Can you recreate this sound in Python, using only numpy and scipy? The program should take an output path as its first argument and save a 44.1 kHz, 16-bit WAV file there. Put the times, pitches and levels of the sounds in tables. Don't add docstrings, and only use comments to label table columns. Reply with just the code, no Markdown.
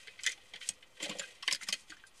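import sys
import numpy as np
from scipy import signal
from scipy.fft import rfft, irfft
from scipy.io import wavfile
from scipy.ndimage import uniform_filter1d

SR = 44100
rng = np.random.default_rng(int(sys.argv[2]) if len(sys.argv) > 2 else 0)


def inscribe(sig):
    pcm = np.round(np.clip(np.atleast_2d(sig).T, -1, 1) * 32767)
    wavfile.write(sys.argv[1], SR, pcm.astype(np.int16))


def nominal_scale(level):
    x = np.asarray(level, float) / 20
    return 10 ** x


N = 97020


def evened(x):
    return x / np.sqrt(np.mean(x ** 2) + 1e-20)


def read(points, hz):
    f, value = np.transpose(points)
    return np.interp(np.log(hz + 1), np.log(f + 1), value)


def add(mix, s, sound):
    part = mix[round(s * SR):][:len(sound)]
    part += sound[:len(part)]


def ring(hz, width, phase):
    t = np.arange(4096) / SR
    decay = np.exp(-np.pi * width * t)
    return np.sqrt(4 * np.pi * width / SR) * decay * np.sin(2 * np.pi * hz * t + phase)


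DETUNE, GRIP_DB = 0.027, 3


def response(modes, voice, own_hz=None):
    own_db, own_width, crack_db, lo_hz, hi_hz, widening, *_ = voice
    band = signal.butter(2, [lo_hz, hi_hz], "band", fs=SR, output="sos")
    crack = signal.sosfilt(band, np.arange(4096) == 0)
    out = np.zeros(4096)
    for hz, width, db in modes:
        louder, flip, shift = rng.random(3) - 0.5
        mode_width = max(width * widening, 25)
        out += nominal_scale(db + GRIP_DB * louder) * ring(hz * (1 + DETUNE * shift), mode_width, np.pi * (flip > 0))
    out = out / np.linalg.norm(out) + nominal_scale(crack_db) * crack / np.linalg.norm(crack)
    if own_hz:
        out = out + nominal_scale(own_db) * ring(own_hz, max(own_width, 40), 0)
    out = signal.sosfilt(band, out)
    return out / np.linalg.norm(out)


def ticks(count, per_s, spread_db):
    chance, size, sign = rng.random((count, 3)).T
    struck = np.clip((per_s / SR - chance) * SR, 0, 1)
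    return struck * nominal_scale(-spread_db * np.log(size * 0.98 + 0.02)) * np.sign(sign - 0.5)


SLIPS_PER_S, SLIP_SPREAD_DB, PATCHY_DB = 9000, 0, 2.4


def slips():
    uneven = nominal_scale(PATCHY_DB * evened(uniform_filter1d(rng.standard_normal(N), size=500)))
    return evened(uneven * ticks(count=N, per_s=SLIPS_PER_S, spread_db=SLIP_SPREAD_DB))


# frequency in Hz, width in Hz, level in dB.
BODY_MODES = [(1607, 140, -3), (1886, 45, -7.5), (2060, 38, -1.5), (2270, 170, -14), (2500, 26, -8.5),
              (2854, 220, -8.5), (2976, 80, -6), (3140, 190, -2.5), (3456, 41, -6)]
METAL_MODES = [(5090, 220, 15.5), (6260, 280, 13), (6700, 100, 14), (7320, 50, 2), (8300, 220, -6),
               (9550, 87, -21), (10800, 480, -14.5)]
# own ring level in dB, own ring width in Hz, crack level in dB,
# crack low edge in Hz, crack high edge in Hz, mode widening as a factor.
BODY_RUB = (0, 100, 2, 1512, 4509, 1.1)
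METAL_RUB = (0, 100, 15, 3700, 10195, -5)
# time in seconds, pressure in dB, brightness in dB.
HANDS = [(0, -56.5, -4.5), (.07, -58, -9.5), (.14, -63, -7), (.36, -64, -5), (.52, -63, -6.5),
         (.74, -67.5, 1), (.8, -68, -6), (.94, -70, -4), (.99, -56.5, -10.5), (1.14, -52, -8),
         (1.26, -56, -3.5), (1.4, -63.5, -9), (1.6, -64, -1), (1.84, -68, -4.5), (2, -64, -10),
         (2.2, -72.5, -4)]
# start in seconds, length in seconds, level in dB,
# brightness in dB, rising share 0-1.
SLIDES = [(0.19, 0.15, -56.5, 2, 0.52), (0.265, 0.095, -61.5, -5.5, 0.4), (0.537, .05, -57, -24, 0.3),
          (0.599, 0.13, -54.5, -3.5, 0.11), (0.696, 0.026, -78, -3, .1), (0.999, 0.076, -42.5, -5.5, 0.31),
          (1.079, 0.043, -56.5, -1, 0.03), (1.183, 0.067, -57, -18, .25), (1.437, 0.12, -56, -1.5, 0.44),
          (1.497, 0.076, -63, 1, .2), (1.602, 0.044, -48.5, -4.5, .6), (1.665, 0.042, -47, 0.5, 0.66),
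          (1.684, 0.04, -62, -1, 0), (1.74, .1, -69, 5.5, .1), (1.881, 0.078, -61.5, -7, 0.17),
          (2.137, 0.1, -71, 5, .4)]
SLIDE_FALL = 0.31


def rubbing_and_sliding():
    t = np.arange(N) / SR
    at, db, bright_db = np.transpose(HANDS)
    on_body = nominal_scale(np.interp(t, at, db))
    on_metal = on_body * nominal_scale(np.interp(t, at, bright_db))
    for s, length, db, bright_db, rising in SLIDES:
        u = (t - s) / length
        swell = np.minimum(u / max(rising, 0.02), (1 - u) / SLIDE_FALL)
        stroke = nominal_scale(db) * np.clip(swell, 0, 1)
        on_body = on_body + stroke
        on_metal = on_metal + stroke * nominal_scale(bright_db)
    body = signal.oaconvolve(slips() * on_body, response(BODY_MODES, BODY_RUB))[:N]
    metal = signal.oaconvolve(slips() * on_metal, response(METAL_MODES, METAL_RUB))[:N]
    return body + metal


# frequency in Hz, width in Hz, level in dB.
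TABLE_MODES = [(188, 51, 0.5), (306, 65, -8.5), (451, 47, -6.5), (507.4, 28, -2.5), (628, 180, -2.5),
               (703, 130, -3)]
TABLE_RUB = (0, 100, -7.5, 374, 747, 1.85)
# time in seconds, level in dB.
DRAG = [
    (.98, -74.5),
    (1.01, -55),
    (1.1, -54.5),
    (1.2, -61.5),
    (1.26, -66),
    (1.42, -79),
]


def foot_drag():
    pressure = nominal_scale(np.interp(np.arange(N) / SR, *np.transpose(DRAG), right=-120))
    return signal.oaconvolve(slips() * pressure, response(TABLE_MODES, TABLE_RUB))[:N]


# frequency in Hz, level in dB per Hz.
AIR = [(20, 6.5), (60, 3), (200, -2), (700, -4.5), (1200, -0.5), (2000, -12), (3200, -14), (5000, -25.5),
       (13900, -21)]
AIR_DB = -69


def air():
    hz = np.fft.rfftfreq(N, 1 / SR)
    colored = irfft(rfft(rng.standard_normal(N)) * nominal_scale(read(AIR, hz)), N)
    return nominal_scale(AIR_DB) * evened(colored)


TICKS_PER_S, TICK_SPREAD_DB = 3500, 4
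GRIT = 0.74


def hits(rows, modes, voice):
    out, t = np.zeros(N), np.arange(3000) / SR
    for s, db, hz, chatter_ms in rows:
        chatter = (chatter_ms + 0.3) / 1000
        rise = chatter * abs(voice[6]) + 1e-4
        force = np.minimum(t / rise, 1) * np.exp(-(t / chatter) ** 1.5)
        burst = ticks(count=len(t), per_s=TICKS_PER_S, spread_db=TICK_SPREAD_DB)
        drive = force * (burst + GRIT * rng.standard_normal(len(t)))
        sound = signal.fftconvolve(drive, response(modes, voice, hz))
        peak = np.sqrt(uniform_filter1d(sound ** 2, size=176).max())
        add(out, s - rise / 2, nominal_scale(db) * sound / peak)
    return out


# start in seconds, peak level in dB, loudest ring in Hz, chatter in ms.
SNAPS = [(0.0727, -56, 4610, 5), (0.2345, -37.5, 7730, 3.8), (.2395, -44, 6200, 6),
         (0.2636, -27.5, 7140, 2.8), (.269, -36.5, 5250, 3.1), (0.2744, -33, 6260, 1.4),
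         (0.2928, -41, 6800, 5.2), (0.3108, -50, 6460, 2), (0.3184, -41, 6300, 1.6), (.322, -45.5, 6200, 6),
         (0.5362, -52.5, 4100, 3.4), (0.5581, -53, 4750, 4.8), (0.6114, -68, 6660, 5),
         (0.6893, -25, 8300, 1.78), (.6955, -46, 6930, 5), (1.0261, -39.5, 7460, 10.7),
         (1.037, -41, 7600, 5), (1.0594, -49, 4070, 7), (1.0944, -39.5, 7180, 7), (1.1864, -43, 6900, 6),
         (1.1937, -34, 7180, 5.3), (1.1945, -42, 4950, 6.3), (1.4262, -45, 5540, 7.9),
         (1.477, -31.5, 4600, 5), (1.5105, -35.5, 5390, 7.6), (1.5244, -27.5, 4920, 3.55),
         (1.525, -31, 6950, 3.4), (1.5314, -30, 5260, 2.3), (1.547, -34, 5170, 4), (1.554, -41, 4930, 6),
         (1.613, -52, 7000, 5.2), (1.6327, -43.5, 7040, 5), (1.6866, -31.5, 5200, 4.3),
         (1.6914, -39.5, 5600, 4.4), (1.7, -44, 5000, 7), (1.7255, -30, 4620, 6.3), (1.726, -57, 9600, 3),
         (1.7314, -34.5, 5100, 3.9), (1.7394, -38, 4400, 3), (1.897, -52, 6800, 13), (1.903, -50, 4560, 7),
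         (1.967, -62.5, 6300, 7), (2.0667, -58, 9650, 18.5), (2.069, -64, 7400, 13)]
METAL_VOICE = (5, 150, 3.4, 3170, 9900, 1.5, 0.22)


def metal_snaps():
    return hits(SNAPS, METAL_MODES, METAL_VOICE)


# start in seconds, peak level in dB, loudest ring in Hz, chatter in ms.
KNOCKS = [(0.0728, -48.5, 2310, 2.7), (0.0784, -44.5, 2170, 5.7), (0.191, -45, 2220, 7.6),
          (0.2384, -41.5, 2450, 7.8), (.252, -40, 2080, 5.4), (0.2643, -28, 3220, 1.52),
          (.2695, -31, 1900, 4.04), (.2715, -29, 3520, 3.18), (.277, -32.5, 1980, 5.7),
          (0.2844, -48, 2030, 12.3), (.299, -38.5, 2000, 5.4), (0.3264, -49, 2730, 6.1),
          (0.3774, -56, 2870, 3.1), (0.5367, -42.5, 3250, 4.5), (.541, -43.5, 2370, 5.3),
          (.5585, -46.5, 3300, 3.7), (0.5631, -47, 3180, 3), (0.6135, -46.5, 2270, 4),
          (0.6915, -38, 3230, 2.2), (.6965, -53.5, 3350, 6.1), (0.8265, -51, 3060, 6.7),
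          (1.0006, -44.5, 3220, 8.8), (1.0271, -38, 3250, 8), (1.039, -49.5, 2600, 4.5),
          (1.055, -42.5, 3980, 9), (1.0954, -38.5, 3630, 8.8), (1.113, -44, 2060, 12),
          (1.1972, -37.5, 3250, 5.8), (1.4262, -41, 3200, 8.4), (1.478, -25.5, 3180, 2.02),
          (1.4834, -26.5, 2265, 2.8), (1.4925, -52, 2100, 7.3), (1.5115, -30.5, 3140, 2.74),
          (1.5174, -34.5, 2900, 4.1), (1.5294, -36.5, 3000, 5.4), (1.548, -39.5, 3170, 3.7),
          (1.561, -47, 2100, 8), (1.6871, -35.5, 3050, 2.8), (1.692, -42.5, 2570, 5.8),
          (1.726, -29.5, 3160, 3.2), (1.7354, -34.5, 3230, 2.7), (1.7405, -38.5, 2080, 2.85),
          (1.9021, -47.5, 2060, 4.04)]
BODY_VOICE = (0.6, 200, -1.5, 1564, 4700, 1.5, 0.62)


def body_knocks():
    return hits(KNOCKS, BODY_MODES, BODY_VOICE)


# start in seconds, peak level in dB, loudest ring in Hz, chatter in ms.
THUMPS = [(.074, -59, 458, 6.6), (.278, -53.5, 560, 13.4), (.377, -61.5, 787, 16.5), (.536, -57, 860, 7.4),
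          (.689, -57, 265, 8.1), (1.004, -54, 431, 9.1), (1.023, -47, 303, 9.8), (1.059, -45, 590, 13.6),
          (1.091, -41, 512, 13.8), (1.119, -59, 550, 13.4), (1.154, -51, 440, 9.1),
          (1.191, -44.5, 586, 10.3), (1.477, -48.5, 620, 5.9), (1.516, -50.5, 564, 21),
          (1.628, -63, 273, 10.5), (1.686, -49.5, 184, 6.24), (1.726, -48.5, 610, 8),
          (1.895, -60, 316, 7.8), (1.925, -65.5, 388, 29)]
TABLE_VOICE = (2.5, 58, -2, 193, 1026, 2.2, 0.62)


def table_thumps():
    return hits(THUMPS, TABLE_MODES, TABLE_VOICE)


# start in seconds, peak level in dB, loudest ring in Hz, chatter in ms.
JOLTS = [
    (.689, -63.5, 95, 3.1),
    (1.897, -75, 169, 13),
]
JOLT_VOICE = (24, 60, -19, 50, 304, -2, -0.1)


def table_jolts():
    return hits(JOLTS, TABLE_MODES, JOLT_VOICE)


# start in seconds, peak level in dB, loudest ring in Hz, chatter in ms.
TAPS = [(1.003, -54, 1044, 10), (1.108, -46.5, 1076, 12), (1.2144, -44.5, 1684, 8),
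        (1.2366, -46.5, 1580, 7.5), (1.428, -48.5, 1097, 7), (1.479, -40.5, 1078, 5.98),
        (1.514, -45, 1070, 8.4), (1.688, -44.5, 1132, 4.56), (1.6115, -45, 2060, 5),
        (1.624, -43.5, 2060, 9.4), (1.672, -48.5, 1900, 10), (1.921, -45, 1630, 7.8),
        (1.9679, -57, 1690, 2.8), (2.0375, -49.5, 1570, 3.1)]
TAP_VOICE = (19, 75, -6, 850, 3500, 2.2, .7)


def wall_taps():
    return hits(TAPS, BODY_MODES, TAP_VOICE)


# frequency in Hz, time to fall 60 dB in seconds.
ROOM = [(200, 0.16), (1000, 0.084), (4000, 0.069), (10000, 0.051)]
ROOM_DB = -10.5


def room(x):
    late = np.arange(SR // 2) > 200
    hz, t, z = signal.stft(rng.standard_normal(SR // 2) * late, SR, nperseg=256)
    fade = nominal_scale(-60 * t / read(ROOM, hz)[:, None])
    tail = signal.istft(z * fade, SR, nperseg=256)[1]
    return nominal_scale(ROOM_DB) * signal.fftconvolve(x, tail / np.linalg.norm(tail))[:N]


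MIC_LOW_HZ, MIC_HIGH_HZ = 45.5, 14400


def scene():
    near = rubbing_and_sliding() + foot_drag()
    near = near + metal_snaps() + body_knocks() + table_thumps() + table_jolts() + wall_taps()
    band = signal.butter(4, [MIC_LOW_HZ, MIC_HIGH_HZ], "band", fs=SR, output="sos")
    return (signal.sosfilt(band, near + room(near)) + air())[None]


def roll_off(x):
    return signal.sosfilt(signal.butter(12, 14020, fs=SR, output="sos"), x)


def record(dry):
    mix = dry - 0.0005
    return roll_off(mix)


dry = scene()
out = record(dry)
inscribe(out)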